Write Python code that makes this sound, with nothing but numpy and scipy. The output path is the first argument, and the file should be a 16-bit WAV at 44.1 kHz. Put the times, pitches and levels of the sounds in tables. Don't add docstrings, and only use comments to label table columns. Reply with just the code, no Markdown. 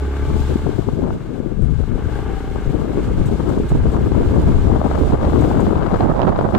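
import sys
import numpy as np
from scipy import signal
from scipy.fft import rfft, irfft
from scipy.io import wavfile
from scipy.ndimage import uniform_filter1d, minimum_filter1d

SR = 44100
rng = np.random.default_rng(int(sys.argv[2]) if len(sys.argv) > 2 else 0)


def wav_record(signal):
    frames = np.transpose(np.atleast_2d(signal))
    bounded = np.clip(frames, -1, 1)
    quanta = np.round(bounded * 32767).astype(np.int16)
    wavfile.write(sys.argv[1], SR, quanta)


def field_ratio(decibels):
    return 10 ** (np.asarray(decibels, dtype=float) / 20)


N = 290530

# time_s, firings_per_s
ENGINE_SPEED = [(0, 34.5), (.15, 34.7), (.3, 35.4), (.47, 35.4), (.6, 35.9), (.72, 36.4), (.82, 36.0),
                (1.25, 23.0), (1.45, 17.2), (1.68, 17.0), (1.8, 21.0), (1.9, 25.5), (1.98, 29.6),
                (2.06, 30.1), (2.15, 29.2), (2.25, 28.2), (2.4, 27.75), (2.7, 27.6), (2.85, 27.0),
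                (3.0, 26.4), (3.3, 27.7), (3.6, 29.5), (4.05, 31.3), (4.5, 33.4), (4.95, 36.0),
                (5.25, 36.8), (5.6, 38.9), (5.75, 39.0), (6.6, 33.0)]
# time_s, crank_boom_db, exhaust_bark_db
THROTTLE = [(0, -21, -31), (.55, -21, -31), (.72, -28, -32), (.82, -42, -40), (1.3, -48, -45),
            (1.68, -48, -41), (1.9, -36, -35), (2.0, -28, -31), (2.75, -27, -31), (3.0, -30, -33),
            (4.0, -24, -32), (5.4, -23, -30), (5.7, -29, -31), (5.85, -40, -40), (6.6, -46, -44)]
# pitch_hz, width_hz, level_db
EXHAUST_PIPE = [(140, 60, -4), (210, 50, -2), (283, 45, 1), (418, 50, 2), (590, 50, -16)]
# multiple_of_firing_rate, level_over_boom_db
CRANK_TONES = [(1, -21), (2, 0), (3, -20.5)]
# pitch_hz, width_hz, level_db
ENGINE_CASING = [(870, 80, -2), (1170, 110, 1), (1560, 220, 0), (2170, 100, 0), (3400, 160, -1),
                 (3800, 130, -2), (4450, 120, -3)]
# pitch_hz, level_db (per Hz)
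CLATTER_COLOUR = [(420, -19), (620, 7.5), (1000, 2), (1650, -1.5), (1850, -5.5), (3000, -7), (4000, -40),
                  (5500, -31)]
# start_s, end_s, multiple_of_firing_rate, level_db, left_over_right_db
PANEL_BUZZES = [
    (-.2, .85, 44, -53, -2),
    (-.2, .8, 24.5, -45, 4),
    (1.95, 2.8, 28, -43, 4),
    (.15, .4, 65.5, -55, 2),
]
# time_s, rumble_db, flutter_db, rasp_db
WIND_LEFT = [(0.0, -44, -28.5, -34.5), (0.18, -24.5, -32.5, -40), (0.36, -12, -30, -35),
             (0.54, -22.5, -36, -41), (0.72, -18.5, -24.5, -30), (0.9, -20.5, -25.5, -38.5),
             (1.08, -22, -21, -32), (1.26, -31, -34, -41), (1.44, -27, -23.5, -43), (1.62, -11.5, -26, -47),
             (1.8, -14, -38, -39), (1.98, -18, -29, -39), (2.16, -18, -28.5, -35), (2.34, -21.5, -31, -43),
             (2.52, -25, -30.5, -40), (2.7, -13.5, -24.5, -36.5), (2.88, -24, -18.5, -30.5),
             (3.06, -17, -21.5, -36), (3.24, -14, -23, -33.5), (3.42, -18, -25, -30.5),
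             (3.6, -31, -25, -46), (3.78, -10, -35, -42), (3.96, -21.5, -12, -22), (4.14, -11.5, -35, -47),
             (4.32, -14.5, -16.5, -26), (4.5, -12, -30, -34.5), (4.68, -9.5, -17, -24),
             (4.86, -29, -19, -20.5), (5.04, -50, -31, -24), (5.22, -15.5, -26.5, -19.5),
             (5.4, -19.5, -13, -21), (5.58, -17, -17, -20.5), (5.76, -16, -16, -25.5),
             (5.94, -30, -20, -18), (6.12, -19.5, -35, -23), (6.3, -35, -25.5, -23),
             (6.48, -23.5, -22.5, -23)]
WIND_RIGHT = [(0, -31, -37, -50), (.1, -30, -36, -50), (.3, -27, -35, -50), (.45, -31, -41, -52),
              (.72, -34, -41, -52), (.9, -31, -40, -48), (1.08, -24, -30, -48), (1.26, -32, -39, -50),
              (1.44, -33, -43, -52), (1.62, -43, -47, -54), (1.8, -36, -44, -54), (1.98, -37, -43, -52),
              (2.4, -35, -43, -52), (2.75, -34, -42, -52), (2.88, -33, -33, -48), (3.06, -23, -29, -46),
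              (3.24, -21, -32, -46), (3.42, -32, -29, -44), (3.6, -22, -28, -40), (3.78, -15, -30, -44),
              (3.96, -24, -31, -42), (4.14, -24, -26, -42), (4.32, -20, -23, -31), (4.5, -19, -21, -31),
              (4.68, -20, -25, -38), (4.86, -25, -36, -38), (5.04, -13, -19, -33), (5.22, -21, -30, -37),
              (5.4, -22, -24, -38), (5.58, -19, -22, -38), (5.76, -26, -27, -40), (5.94, -18, -29, -39),
              (6.12, -17, -19, -24), (6.3, -17, -17, -16), (6.48, -24, -27, -39)]
# time_s, flutter_db, rasp_over_flutter_db, length_ms
BURSTS_LEFT = [(0.305, -17.5, -16, 17), (0.344, -19.5, -24, 68), (0.508, -12.5, -17, 30),
               (0.558, 1, -36, 5.3), (0.667, -9.5, -33, 16), (0.693, -8, -21, 9.7), (0.792, -6.5, -20, 14),
               (0.887, -8.5, -14.5, 8.3), (0.982, -12, -22, 26), (1.042, -16, -14, 66),
               (1.323, -22, -20, 140), (1.403, -16, -35, 10), (1.463, -15, -29, 10),
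               (1.521, -16.5, -31, 16), (1.657, -40, -32, 19), (1.705, -36, -30, 16), (1.804, -18, -20, 16),
               (1.927, -19.5, -30, 72), (2.1, -26.5, -12, 35), (2.296, -21.5, -14, 50), (2.56, -18, -5, 7),
               (2.748, -13, -20, 25), (2.981, -12.5, -17, 36), (3.211, -15.5, -26, 17),
               (3.327, -13, -19, 38), (3.403, -4, -15.5, 8.6), (3.5, -14.5, -10.5, 91),
               (3.576, -3.5, -17, 6.5), (3.603, -1, -23, 5.7), (3.713, -19, -22, 14),
               (3.776, -16, -19, 5.3), (3.859, -11, -17, 11), (4.063, -13.5, -14.5, 33),
               (4.119, -7, -6.5, 5.5), (4.17, -10.5, -14.5, 47), (4.212, -12, -11, 17),
               (4.34, -13.5, -12.5, 33), (4.379, -12.5, -28, 15), (4.5, -13, -11.5, 55),
               (4.714, -17, -21, 26), (4.856, -4, -13, 17), (4.889, -32, -5, 24), (4.987, -17, -8, 24),
               (5.134, -11, -29, 26), (5.249, -15, -3, 9.2), (5.275, -13, -23, 18), (5.369, -14, -6, 15),
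               (5.433, -14, -22, 15), (5.594, -15, -10, 56), (5.629, 9.5, -18.5, 8.2), (5.73, -9, -14, 10),
               (5.757, -15, -2.5, 14), (5.8, -20.5, 0, 68), (5.934, -8, -26, 11.7), (6.099, -20.5, -2, 22),
               (6.232, -16.5, -20, 28)]
BURSTS_RIGHT = [(0.292, -23, -22, 22), (1.004, -25, -21, 24), (1.086, -35, -16, 28), (1.16, -20, -20, 22),
                (2.894, -34, -6, 48), (3.032, -26, -26, 35), (3.186, -15.5, -25, 15), (3.268, -27, -11, 19),
                (3.305, -37, -16, 16), (3.52, -35, -12, 18), (3.555, -25, -13, 19), (3.657, -23, -13, 16),
                (3.72, -16, -15, 15), (3.753, -10, -14, 13.6), (3.794, -20.5, -13, 19),
                (3.884, -19, -16, 11), (3.97, -22, -2, 19), (4.113, -24, -7, 15), (4.147, -24, -8, 16),
                (4.195, -18, -17, 17), (4.259, -17.5, -16, 50), (4.347, -25, -3, 17), (4.432, -20, -6, 14),
                (4.477, -18.5, -13, 22), (4.564, -26, -3, 15), (4.676, -27, -3, 40), (4.905, -20, -18, 11),
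                (4.986, -18, -31, 13), (5.015, -8.5, -26, 18), (5.052, -11.5, -16, 13),
                (5.104, -9, -14, 9.3), (5.136, -7.5, -25, 13), (5.17, -32, -18, 10.6),
                (5.233, -12.5, -20, 28), (5.282, -16, -27, 24), (5.324, -22, -19, 11),
                (5.392, -38, -22, 25), (5.45, -23, -9, 20), (5.5, -33, -9, 20), (5.534, -20, -9, 13),
                (5.679, -11, -21, 17), (5.77, -19, -12, 49), (5.877, -44, -19, 16), (5.92, -29, -23, 18),
                (6.002, -8, -23, 5), (6.035, -10, -11.5, 60), (6.1, -11.5, -9.5, 28), (6.195, -16, -3, 34),
                (6.28, -10.5, -15, 40), (6.409, -23, -5, 21), (6.448, -12.5, -7, 23), (6.549, -8, -8, 32)]
# time_s, peak_db, crackle_over_peak_db
WHIRLS_LEFT = [
    (0.667, -11, -30),
    (4.76, -9.5, -33),
    (4.815, -4, -28),
    (5.729, -13, -28),
]
WHIRLS_RIGHT = [
    (3.719, -10, -29),
    (4.474, -17, -27),
    (6.005, -13, -35),
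    (6.193, -13, -17),
    (6.217, -6, -9),
    (6.411, -7, -19),
    (6.55, -7, -7),
]
# time_s, peak_db, left_over_right_db
METAL_TICKS = [
    (1.6182, -47.5, -14),
    (3.258, -37.5, 5),
    (3.4894, -46, 15),
    (3.69, -36, 2.0),
    (3.914, -45, 5),
    (5.4085, -37.5, -6),
    (5.6017, -43, 16),
]
# pitch_hz, level_db, ring_time_s (to fall 60 dB)
METAL_RING = [(3750, -3, 0.062), (5800, -6, 0.024), (6830, 0.5, 0.032), (7880, 0, 0.015),
              (8400, -1.5, 0.087), (11500, -20, .03), (13900, -32, 0.033)]
# time_s, left_hiss_db, right_hiss_db, engine_clatter_db
RUSH_LEVELS = [(0.0, -50, -47, -46.5), (0.2, -48, -47, -45), (0.4, -42.5, -42, -44.5),
               (0.6, -50.5, -45.5, -47), (0.8, -49.5, -47.5, -48.5), (1.0, -52, -51.5, -53),
               (1.2, -52.5, -53, -51.5), (1.4, -55.5, -55.5, -53), (1.6, -56.5, -55.5, -54.5),
               (1.8, -53.5, -52.5, -52), (2.0, -51, -52, -47.5), (2.2, -48, -49.5, -44),
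               (2.4, -50, -48.5, -46), (2.6, -50.5, -47.5, -46), (2.8, -50, -48.5, -49),
               (3.0, -49, -47, -46.5), (3.2, -49, -47, -45.5), (3.4, -49, -46, -49),
               (3.6, -49, -45.5, -47.5), (3.8, -49.5, -47, -45.5), (4.0, -49.5, -47, -47.5),
               (4.2, -50, -45, -46), (4.4, -48.5, -44, -47), (4.6, -50, -45.5, -45), (4.8, -51, -46, -48),
               (5.0, -46.5, -44, -46.5), (5.2, -49.5, -45.5, -47.5), (5.4, -44.5, -46.5, -46.5),
               (5.6, -50.5, -43.5, -45), (5.8, -52.5, -46.5, -46), (6.0, -48, -46.5, -44.5),
               (6.2, -50, -60, -50.5), (6.4, -50, -56, -50)]
# pitch_hz, level_db (per Hz)
HISS_COLOUR = [(2060, -1), (3500, 2), (5760, -7.5), (7020, -5), (8770, -8.5), (9630, -15.5), (10700, -15.5),
               (12300, -14), (14200, -16.5)]
# time_s, level_db
RIGHT_GAIN = [
    (5.1, -2.5),
    (5.18, -9),
    (5.26, 0),
    (6.03, -3),
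    (6.1, -15),
    (6.3, -2),
    (6.48, -18),
    (6.6, 12),
]


def engine(clatter_db):
    (firings_per_s,), (boom_db, bark_db) = in_time(ENGINE_SPEED), in_time(THROTTLE)
    cycles = np.cumsum(firings_per_s) / SR + .3
    beat = 1 + 0.67 * np.exp(-(cycles % 1) * 2.6)
    bark = field_ratio(bark_db) * exhaust(cycles, firings_per_s)
    boom = np.zeros(N)
    for multiple, db in CRANK_TONES:
        boom += field_ratio(boom_db + db + 4) * np.cos(2 * np.pi * multiple * cycles + 1.12 * multiple)
    noise = coloured(CLATTER_COLOUR)
    ringing = resonate(noise[::-1], ENGINE_CASING)
    clatter = rms_one(noise + field_ratio(2.0) * ringing) * beat * field_ratio(drift(15.0))
    out = boom * field_ratio([[-1.0], [1.0]]) + bark * field_ratio([[-1.0], [2.5]])
    out += field_ratio(clatter_db + 5.5) * pair(*clatter, alike=0.84)
    return out + panel_buzz(cycles, beat)


def exhaust(cycles, firings_per_s):
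    half_cycles = np.floor(2 * cycles)
    puff_now = np.diff(half_cycles, prepend=0) > 0
    second = np.clip((firings_per_s - 29) * .05, 0, .9)
    strength = np.where(half_cycles % 2, second, 1) * field_ratio(.7 * rng.standard_normal(N))
    puffs = puff_now * strength / np.sqrt(firings_per_s * (1 + second ** 2))
    return rms_one(low_pass(resonate(puffs, EXHAUST_PIPE), 503, order=3))


def panel_buzz(cycles, beat):
    out = np.zeros((2, N))
    for start, end, multiple, db, pan_db in PANEL_BUZZES:
        progress = np.clip((np.arange(N) / SR - start) / (end - start), 0, 1)
        swell = np.sin(np.pi * progress) ** .5
        tone = np.sin(2 * np.pi * multiple * cycles + .6 * drift(25.0))
        rough = field_ratio(2.5 * drift(30.0)) * tone
        out += swell * beat * rough * field_ratio([[db + pan_db / 2], [db - pan_db / 2]])
    return out


def port_wind(flow, bursts, whirls):
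    rumble_db, flutter_db, rasp_db = in_time(flow)
    lumps = drift(29.8)
    flutter_power = field_ratio(flutter_db + 3.7 * lumps) ** 2
    rasp_power = field_ratio(rasp_db - 3 + 1.45 * lumps + 3.6 * drift(76.0)) ** 2
    add_bursts(flutter_power, rasp_power, bursts)
    white = rng.standard_normal((2, N))
    rumble = noise_band(white[1], 14.4, 114, even=0.32, order=2) * field_ratio(rumble_db + 2.0 * lumps)
    flutter = noise_band(white[0], 95, 400, even=.5, order=4) * np.sqrt(flutter_power)
    rasp = noise_band(white[0], 377, 667, even=0.1, order=2) * np.sqrt(rasp_power) * field_ratio(4.0 * drift(200.0))
    crackle = noise_band(white[0], 1500, 2800, even=0, order=3)
    crackle = crackle * rasp_power * field_ratio(-6.5 + 3.4 * drift(200.0))
    return rumble + flutter + rasp + crackle + whirl_slaps(whirls, white[1])


def add_bursts(flutter_power, rasp_power, bursts):
    for s, db, rasp_over_db, length_ms in bursts:
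        reach_s = length_ms / 600
        first, last = max(round((s - reach_s) * SR), 0), min(round((s + reach_s) * SR), N)
        span = np.arange(first, last)
        ahead = (span / SR - s) * 1000 / length_ms
        shape = np.exp(-(np.where(ahead < 0, 2.6, 1.9) * ahead) ** 2)
        flutter_power[span] += field_ratio(db) ** 2 * shape
        rasp_power[span] += field_ratio(db + rasp_over_db) ** 2 * shape


def whirl_slaps(whirls, white):
    hits, cracks = np.zeros((2, N))
    for s, db, crackle_db in whirls:
        at = round(s * SR)
        hits[at], cracks[at] = -field_ratio(db), field_ratio(db + crackle_db)
    thump = 26 * low_pass(resonate(hits, [(670, 200, 0)]), 1300, order=4)
    tear = np.convolve(cracks, np.exp(-np.arange(300) / 70))[:N] * white
    return thump + 3.0 * low_pass(band(tear, 900, 6300), 2800, order=3)


def ticks():
    out = np.zeros((2, N))
    length = 3000
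    fade = np.exp(-np.arange(length) / (0.015 * SR))
    modes = [(hz, np.log(1000) / np.pi / ring_s, db) for hz, db, ring_s in METAL_RING]
    for s, db, pan_db in METAL_TICKS:
        draw = rng.standard_normal(length)
        touches = draw * fade * (np.abs(draw) > 1.5)
        sound = resonate(touches, modes) + 0.26 * band(touches, 4400, 14000)
        at = round(s * SR)
        level = field_ratio(db + pan_db / 2 * np.array([[1], [-1]]))
        out[:, at:at + length] += sound / np.abs(sound).max() * level
    return out


def rush(left_db, right_db):
    flicker_db = np.array([drift(9.0), drift(9.0)]) + .8 * drift(25.0)
    return coloured(HISS_COLOUR) * field_ratio(np.array([left_db, right_db]) + 0.5 + flicker_db)


def rms_one(x):
    return x / np.sqrt(np.mean(x ** 2) + 1e-20)


def in_time(rows):
    s, *columns = np.transpose(rows)
    return [np.interp(np.arange(N) / SR, s, c) for c in columns]


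def drift(rate_hz):
    r = np.exp(-2 * np.pi * rate_hz * 40 / SR)
    draws = rng.standard_normal(N // 40 + 2002)
    slow = signal.lfilter([1], [1, -2 * r, r * r], draws)[2000:]
    return np.interp(np.arange(N) / 40, np.arange(len(slow)), rms_one(slow))


def band(x, low_hz, high_hz, order=2):
    return signal.sosfilt(signal.butter(order, [low_hz, high_hz], "band", fs=SR, output="sos"), x)


def low_pass(x, hz, order):
    return signal.sosfilt(signal.butter(order, hz, fs=SR, output="sos"), x)


def noise_band(x, low_hz, high_hz, even, order):
    x = low_pass(band(x, low_hz, 2 * high_hz), high_hz, order)
    power = uniform_filter1d(x * x, size=round(3 * SR / low_hz))
    return rms_one(x / power ** (even / 2))


def resonate(x, modes):
    out = 0
    for k, (hz, width_hz, db) in enumerate(modes):
        r = np.exp(-np.pi * width_hz / SR)
        poles = [1, -2 * r * np.cos(2 * np.pi * hz / SR), r * r]
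        ring = signal.lfilter([1 - r * r, 0, r * r - 1], poles, x + 1e-18)
        out = out + (-1) ** k * field_ratio(db) * ring
    return out


def coloured(spectrum):
    hz = np.maximum(np.fft.rfftfreq(N, 1 / SR), 1)
    points = np.array(spectrum)
    gain_db = np.interp(np.log(hz), np.log(points[:, 0]), points[:, 1], left=-80, right=-80)
    return rms_one(irfft(rfft(rng.standard_normal((2, N))) * field_ratio(gain_db), N))


def pair(mid, side, alike):
    return np.sqrt(alike) * mid + np.sqrt(1 - alike) * side * [[1], [-1]]


def scene():
    left_db, right_db, clatter_db = in_time(RUSH_LEVELS)
    wind_left = port_wind(WIND_LEFT, BURSTS_LEFT, WHIRLS_LEFT)
    wind_right = port_wind(WIND_RIGHT, BURSTS_RIGHT, WHIRLS_RIGHT)
    gain = field_ratio([np.zeros(N), *in_time(RIGHT_GAIN)])
    ride = engine(clatter_db) + ticks() + rush(left_db, right_db)
    return ride * gain + np.array([wind_left, wind_right])


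def roll_off(x):
    return signal.sosfilt(signal.butter(12, 14320, fs=SR, output="sos"), x)


def record(dry):
    needed = np.minimum(1, .87 / (np.abs(dry) + 1e-9))
    held = minimum_filter1d(needed, size=401, axis=1)
    gain = uniform_filter1d(held, size=201, axis=1)
    return roll_off(dry * gain)


dry = scene()
out = record(dry)
wav_record(out)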